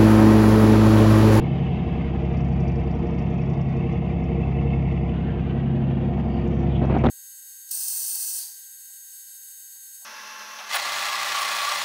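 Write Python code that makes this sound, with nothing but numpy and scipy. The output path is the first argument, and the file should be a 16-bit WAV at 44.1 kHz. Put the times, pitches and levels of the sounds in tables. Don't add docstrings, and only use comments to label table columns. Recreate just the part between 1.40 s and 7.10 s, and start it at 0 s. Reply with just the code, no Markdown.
import sys
import numpy as np
from scipy import signal
from scipy.fft import rfft, irfft
from scipy.io import wavfile
from scipy.ndimage import uniform_filter1d

SR = 44100
rng = np.random.default_rng(int(sys.argv[2]) if len(sys.argv) > 2 else 0)


def pcm_store(signal):
    levels = np.round(np.clip(np.atleast_2d(signal), -1, 1) * 32767)
    wavfile.write(sys.argv[1], SR, levels.astype(np.int16).T)


N = 251370
TIME = np.arange(N) / SR
FREQ = np.maximum(np.fft.rfftfreq(N, 1 / SR), 1)

FIRST_HZ, SECOND_HZ, IN_STEP_S = 11.138, 11.215, 1.15
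# f/Hz, relative level/dB
CASE_RESPONSE = [(25, -28), (60, -19), (100, -23), (170, -9), (330, 2), (450, -9.5), (720, -8.5),
                 (1000, -17), (2100, -28), (3700, -38), (4800, -46.5), (7000, -68)]


def undb(db):
    return 10 ** (np.asarray(db) / 20)


def level(x, db):
    return x * undb(db) / np.sqrt(np.mean(x ** 2))


def noise():
    return rng.standard_normal(N)


def walk(rate):
    lowpass = np.exp(-(FREQ / rate) ** 2)
    return level(irfft(rfft(noise()) * lowpass, N), 0)


def ramp(start, length):
    return np.sin(np.pi / 2 * np.clip((TIME - start) / length, 0, 1)) ** 2


def swell(start, attack, hold, release):
    return ramp(start, attack) * (1 - ramp(start + attack + hold, release))


def bursts(events, decay_s):
    out = 0
    for start, db in events:
        age = np.minimum(np.abs(TIME - start) / decay_s, 20)
        out = out + undb(db) * (TIME > start) * np.exp(-age)
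    return out


def strokes(phase, decay):
    return np.exp(-(phase % 1) / decay)


def colour(x, points):
    hz, db = np.transpose(points)
    above = np.clip(np.log2(FREQ / hz[-1]), 0, 1)
    gain = undb(np.interp(np.log(FREQ), np.log(hz), db) - 50 * above)
    cepstrum = irfft(np.log(gain), N)
    cepstrum[1:N // 2] *= 2
    cepstrum[N // 2 + 1:] = 0
    return irfft(rfft(x) * np.exp(rfft(cepstrum)), N)


def ring(x, modes):
    response = 0
    for hz, width, db in modes:
        detuning = .5j * hz / width * (FREQ / hz - hz / FREQ)
        response = response + undb(db) / (1 + detuning) ** 2
    return irfft(rfft(x) * response, N)


def excite(envelope, hz, width):
    return ring(noise() * envelope, [(hz, width, 0)]) * np.sqrt(SR / (np.pi * width))


def place(lean_from=0.37, lean_s=3.03, stays_back=0.31):
    # start t/s, going/s, staying/s, returning/s
    draw_back = (3.68, 0.087, 0.676, 0.33)
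    # start t/s, length/s
    behind_bulkhead = (3.75, 0.69)
    drawn, shelter = swell(*draw_back), ramp(*behind_bulkhead)
    leaning = lean_from * (1 - ramp(0, lean_s))
    back = np.clip(leaning + drawn + stays_back * shelter, 0, 1)
    return drawn, back, shelter


def cycles(hz, wander):
    return hz * (TIME - IN_STEP_S) + wander * walk(1.6)


def drone(first, second, shelter, drone_db=-0.6, waver_db=0.27):
    # multiple of the cycle rate (rounded in use), relative level of first engine/dB,
    # relative level of second engine/dB, change by standing waves at the bulkhead/dB
    exhaust_orders = [(3, -50, -61, -2.5), (4, -57, -57.5, -3.5), (6, -29, -37, 1), (8, -59.5, -55, 6),
                      (9, -36.5, -58, 0), (10, -60, -48, 6), (11, -41.5, -62.5, -4), (12, -34.5, -27.5, 1),
                      (13, -50, -53.5, -10), (14, -56, -36, 1.5), (15, -30, -68, -4.5), (16, -36, -40, -3),
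                      (17, -40, -68.5, 0.5), (18, -51.5, -40, 5), (19, -36.5, -57, -3),
                      (20, -38.5, -51, 7.5), (21, -44, -50.5, 6.5), (22, -51, -51, 0.5),
                      (23, -39.5, -55.5, 3.5), (25, -53.5, -67.5, 3.5), (28, -55, -64.5, -2),
                      (29, -46, -61, 0), (32, -52.5, -66, 3.5), (33, -51, -69, 1.5), (39, -59, -68, 3.5),
                      (55, -62, -63.5, 9.5), (63.8, -56, -62.5, -5)]
    out, wavers = 0, [walk(6.0) for _ in range(3)]
    for order, first_db, second_db, sheltered_db in exhaust_orders:
        lag = rng.random()
        waver = rng.standard_normal(3) @ wavers
        pair = 0
        for phase, db in ((first, first_db), (second, second_db)):
            pair = pair + undb(db) * np.cos(2 * np.pi * (round(order) * phase + lag))
        gain_db = drone_db + sheltered_db * shelter + waver_db * waver / np.sqrt(3)
        out = out + np.sqrt(2) * pair * undb(gain_db)
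    return out


def shudder(phase, shelter, onset=.33, fade=0.36, steady=0.43, steady_sheltered=0.16,
            rattle_width_hz=26, loose=0.31, uneven_db=2.5, shudder_db=-40):
    # f/Hz, length as a share of the cycle, order of its lasting hum, relative level/dB
    plates = [(333, 0.33, 31, 1), (459.7, 0.52, 42, -0.5)]
    since, out = (phase - onset) % 1, 0
    lasting = np.clip(steady + steady_sheltered * shelter, 0, 1)
    for hz, length, order, db in plates:
        age = np.clip(since / length, 0, 1)
        shake = np.sqrt(np.sin(np.pi * age).clip(0)) * np.exp(-fade * age)
        locked = level(shake * np.sin(2 * np.pi * hz * since / FIRST_HZ), 0)
        rattling = level(ring(shake * noise(), [(hz, rattle_width_hz, 0)]), 0)
        hum = np.sqrt(2) * np.sin(2 * np.pi * round(order) * since)
        plate = (1 - lasting) * (locked + loose * rattling) + lasting * hum
        out = out + level(plate, shudder_db + db)
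    return out * undb(uneven_db * walk(6.7))


def valves(phase, decay=0.69, steady=1.0, loose=1.3, lag=.3, lopsided=0.26, loudest=0.43,
           clatter_db=-40.5):
    # f/Hz, width/Hz, relative level/dB
    casing_modes = [(642.5, 47, 0.5), (698.6, 32, 3), (738, 59, 0)]
    repeated = noise()[(phase % 1 * SR / FIRST_HZ).astype(int)]
    nearness = 1 + lopsided * np.cos(2 * np.pi * (phase - loudest))
    taps = steady + strokes(6 * phase - lag, decay) * nearness
    return level(ring(taps * (repeated + loose * noise()), casing_modes), clatter_db)


def intake(phase, per_three=0.34, per_six=0.3, fleck_db=2.5, sway_db=2.5, sway_period_s=2.8,
           loudest_s=0.2, intake_db=-52):
    # f/Hz, width/Hz, relative level/dB
    pipe_modes = [(2147, 110, 2.5), (2634, 78, 4), (2946, 160, -6)]
    gulps = 1 + per_three * np.cos(2 * np.pi * 3 * phase) + per_six * np.cos(2 * np.pi * 6 * phase)
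    pipes = sum(ring(gulps * noise(), [mode]) * undb(fleck_db * walk(21)) for mode in pipe_modes)
    sway = undb(sway_db * np.cos(2 * np.pi * (TIME - loudest_s) / sway_period_s))
    return level(pipes, intake_db) * sway


def squeals(length_s=0.011, quiver=0.12):
    # middle t/s, f/Hz, level/dB
    short_tones = [(1.995, 2530, -43), (3.037, 2650, -41), (3.196, 2640, -43), (3.336, 2150, -40.5)]
    wobble, out = quiver * walk(58), 0
    for s, hz, db in short_tones:
        tone = np.sqrt(2) * np.sin(2 * np.pi * (hz * TIME + wobble))
        out = out + undb(db) * swell(s - length_s, length_s, 0, length_s) * tone
    return out


def handling(slips_per_s=1400, slip_spread_db=-0.5, rub_db=-1.0, groan=0.55, groan_width=0.34):
    # start t/s, length/s, relative level/dB, groan f/Hz
    rub_events = [(5.413, 0.051, -26.5, 327), (5.495, 0.038, -22, 444), (5.536, 0.025, -23, 440),
                  (5.555, 0.028, -26.5, 746), (5.573, 0.066, -35, 520), (5.636, 0.025, -18.5, 520),
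                  (5.655, 0.027, -21, 476), (5.684, 0.0095, -25.5, 1300)]
    slipping = rng.random(N) < slips_per_s / SR
    slips = slipping * np.sign(noise()) * undb(slip_spread_db * noise().clip(-2, 2))
    slips = level(slips, 0)
    case, out = level(colour(slips, CASE_RESPONSE), 0), 0
    for s, length, db, hz in rub_events:
        age = np.clip((TIME - s) / length, 0, 1)
        pressure = undb(db) * np.sqrt(np.sin(np.pi * age).clip(0))
        groaning = level(ring(slips, [(hz, groan_width * hz, 0)]), 0)
        out = out + pressure * (case + groan * groaning)
    return out * undb(rub_db) / np.sqrt(1 + groan ** 2)


def knocks(click_s=0.0017, thud=0.7, thud_s=.006):
    # t/s, peak level/dB, contact time/s, thud f/Hz
    blows = [(5.4205, -14, 0.0012, 300), (5.449, -15.5, 0.0011, 332), (5.498, -14, 0.00025, 486),
             (5.502, -12.5, 0.0016, 170), (5.525, -17.5, 0.00036, 400), (5.551, -23, .0004, 422),
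             (5.5655, -9, 0.00061, 760), (5.64, -6, 0.0016, 230), (5.654, -5.5, 0.00071, 246),
             (5.6633, -12.5, 0.00033, 387), (5.6659, -8, 0.00059, 258), (5.6877, -24.5, 0.00026, 330)]
    # f/Hz, width/Hz, relative level/dB
    edge_modes = [(1450, 300, 2), (2390, 370, -2.5), (3570, 300, -3.5)]
    # t/s, relative level/dB
    edge_clicks = [(5.6612, -31), (5.6663, -28.5)]
    case = colour(signal.unit_impulse(N), CASE_RESPONSE)[:SR // 10]
    out, age = np.zeros(N + SR), TIME[:len(case)]
    for s, db, contact_s, hz in blows:
        thudding = thud * np.sin(2 * np.pi * hz * age) * np.exp(-age / thud_s)
        body = case / np.abs(case).max() + thudding
        blow = np.convolve(body, np.hanning(int(contact_s * SR) + 3))
        begin = int(s * SR)
        out[begin:begin + len(blow)] -= undb(db) * blow / np.abs(blow).max()
    edge = sum(undb(db) * excite(bursts(edge_clicks, click_s), hz, width) for hz, width, db in edge_modes)
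    return out[:N] + edge


def sleeve(crinkle_db=3.5, snap_s=0.0079, snap_hz=5600, snap_width_hz=1300):
    # start t/s, attack/s, release/s, f/Hz, glide/(Hz/s), width/Hz, relative level/dB
    brush_strokes = [(3.83, 0.055, 0.046, 1760, 0, 400, -50), (4.72, 0.21, 0.22, 2760, 498, 330, -56),
                     (4.76, 0.18, 0.2, 4960, -1700, 360, -67), (5.04, 0.16, .08, 6100, -2000, 650, -71),
                     (5.26, 0.092, 0.13, 3470, -4000, 650, -51.5), (5.46, 0.11, 0.2, 2370, -2, 600, -46.5)]
    # t/s, relative level/dB
    crease_snaps = [(5.076, -59), (5.14, -66), (5.204, -61), (5.454, -59), (5.584, -56), (5.640, -56)]
    swish = 0
    for s, attack, release, hz, glide, width, db in brush_strokes:
        pitch = hz + glide * np.clip(TIME - s, 0, attack + release)
        phase = 2 * np.pi * np.cumsum(pitch) / SR
        band = walk(width) * np.cos(phase) + walk(width) * np.sin(phase)
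        swish = swish + undb(db) * swell(s, attack, 0, release) * band
    snapping = excite(bursts(crease_snaps, snap_s), snap_hz, snap_width_hz)
    return swish * undb(crinkle_db * walk(40)) + snapping


def fitting(generator_hz=25.75, tick_at_s=0.967, spell_s=(0.57, 0.45, 1.15, 0.35), tick_db=-63.5,
            attack_s=0.0036, tick_s=0.01, uneven_db=1.0, shift_db=5.5):
    # t/s, relative level/dB
    single_ticks = [(0.615, -67), (0.969, -57), (1.005, -61.5), (1.124, -57), (1.2, -56.5), (1.277, -57.5),
                    (1.316, -60), (1.354, -59), (1.432, -64), (1.509, -58), (1.588, -58), (1.666, -57),
                    (1.785, -59), (1.9, -63), (2.018, -61.5), (2.056, -62), (2.095, -59), (2.135, -62.5),
                    (2.212, -62), (2.29, -62), (2.366, -64), (2.523, -63), (2.836, -62)]
    # f/Hz, width/Hz, relative level/dB
    fitting_modes = [(4690, 200, -5), (5430, 260, -2.5), (5960, 240, -7.5), (6800, 390, -9.5)]
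    turns = generator_hz * (TIME - tick_at_s)
    turn = (turns - np.floor(turns[0])).astype(int)
    uneven = uneven_db * np.minimum(rng.standard_normal(turn[-1] + 1), 1)
    strength = undb(tick_db + uneven)[turn]
    regular = strength * strokes(turns, tick_s * generator_hz) * swell(*spell_s)
    taps = np.maximum(regular, bursts(single_ticks, tick_s))
    taps = uniform_filter1d(taps, int(attack_s * SR) + 1)
    out = 0
    for hz, width, db in fitting_modes:
        out = out + excite(taps, hz, width) * undb(db + shift_db * np.tanh(walk(18)))
    return out


def auxiliaries(shelter, whistle_hz=4797, whistle_db=-75.5, hums_screened_db=-6, whistle_screened_db=-8,
                whistle_fade_db=-7, fade_from_s=.4, fade_s=1.2, whistle_wander=0.26, drift=0.016):
    # f/Hz, level in the open/dB
    machine_hums = [(51.2, -47), (76.8, -42.5), (83.0, -39), (85.2, -52), (95.9, -51.5)]
    hums = 0
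    for hz, db in machine_hums:
        hums = hums + level(np.sin(2 * np.pi * (hz * TIME + drift * walk(5.5))), db)
    whistle = level(np.sin(2 * np.pi * (whistle_hz * TIME + whistle_wander * walk(17))), whistle_db)
    whistle_gain_db = whistle_screened_db * shelter + whistle_fade_db * ramp(fade_from_s, fade_s)
    return hums * undb(hums_screened_db * shelter) + whistle * undb(whistle_gain_db)


def rumble(rumble_db=-33.5, swell_db=1.0):
    # f/Hz, relative density level/dB
    hull_spectrum = [(20, -78.5), (40, -83.5), (60, -65.5), (88, -56.5), (115, -59.5), (170, -55),
                     (240, -58), (300, -61), (350, -59.5), (410, -63), (530, -71), (700, -70), (900, -75),
                     (1200, -82)]
    return level(colour(noise(), hull_spectrum), rumble_db) * undb(swell_db * walk(6.5))


def air(back, air_db=-49, flutter_db=1.5, rail_db=1.0, deck_db=2.0):
    # f/Hz, relative density level/dB
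    rail_spectrum = [(600, -96), (1000, -75), (1250, -79.5), (1570, -93), (1850, -80), (2170, -81),
                     (2370, -81), (2650, -83.5), (3000, -91.5), (3550, -90.5), (4000, -105), (4700, -101),
                     (5300, -108), (6500, -108), (8000, -123)]
    # f/Hz, relative density level/dB
    deck_spectrum = [(600, -93), (1000, -76), (1150, -81.5), (1450, -78.5), (1850, -79.5), (2300, -81.5),
                     (2950, -81), (3550, -89.5), (4200, -100), (4700, -101), (5200, -110), (6500, -109),
                     (8000, -121)]
    at_rail = level(colour(noise(), rail_spectrum), rail_db)
    on_deck = level(colour(noise(), deck_spectrum), deck_db)
    rush = np.sqrt(1 - back) * at_rail + np.sqrt(back) * on_deck
    return rush * undb(air_db + flutter_db * walk(45))


def grille(hz=2950, width_hz=420, grille_db=-53, passed_from_s=0.21, passed_s=0.97):
    return level(ring(noise(), [(hz, width_hz, 0)]), grille_db) * (1 - ramp(passed_from_s, passed_s))


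def steel_echo(x, back, echo=.3, sway_s=.00022):
    # delay at the rail/s, delay back on deck/s
    echo_delays = [(.0019, .0023), (.0034, .0029), (.0047, .0053), (.0071, .0064)]
    moved, out = uniform_filter1d(back, SR // 2), x
    for near_s, far_s in echo_delays:
        delay = near_s + (far_s - near_s) * moved + sway_s * walk(1.97)
        out = out + echo * np.interp(TIME - delay, TIME, x)
    return out / np.sqrt(1 + len(echo_delays) * echo ** 2)


def buffet(gust_hz=105, gust_width_hz=55, buffet_db=-28.5, swing_from_s=5.01, swing_s=0.6):
    return level(ring(noise(), [(gust_hz, gust_width_hz, 0)]), buffet_db) * ramp(swing_from_s, swing_s)


def scene(wander=0.0022, plating_back_db=-3, valves_drawn_db=-3.5, valves_shelter_db=2.0,
          intake_drawn_db=-3, intake_shelter_db=-9, air_shelter_db=-0.2):
    # f/Hz, width/Hz, relative level/dB
    bulkhead_modes = [(226.4, 24, -3.5), (358, 45, -5), (508, 32, 3.5)]
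    first, second = cycles(FIRST_HZ, wander), cycles(SECOND_HZ, wander)
    drawn, back, shelter = place()
    hull = shudder(first, shelter) * undb(plating_back_db * back) + rumble()
    boom = shelter * ring(hull, bulkhead_modes)
    clatter = valves(first) * undb(valves_drawn_db * drawn + valves_shelter_db * shelter)
    gulping = intake(first) * undb(intake_drawn_db * drawn + intake_shelter_db * shelter)
    vents = steel_echo(air(back) + grille(), back) * undb(air_shelter_db * shelter)
    engines = drone(first, second, shelter) + hull + boom + clatter + gulping + squeals()
    ship = engines + vents + auxiliaries(shelter) + fitting()
    hand = sleeve() + buffet() + handling() + knocks()
    return (ship + hand)[None]


def record(dry, hiss_db=-89, dull_hz=7700, top_hz=15700):
    dull = signal.sosfilt(signal.butter(8, dull_hz, fs=SR, output="sos"), dry)
    hissing = dull + undb(hiss_db) * noise()
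    return signal.sosfilt(signal.ellip(8, .2, 70, top_hz, fs=SR, output="sos"), hissing)


dry = scene()
out = record(dry)
pcm_store(out)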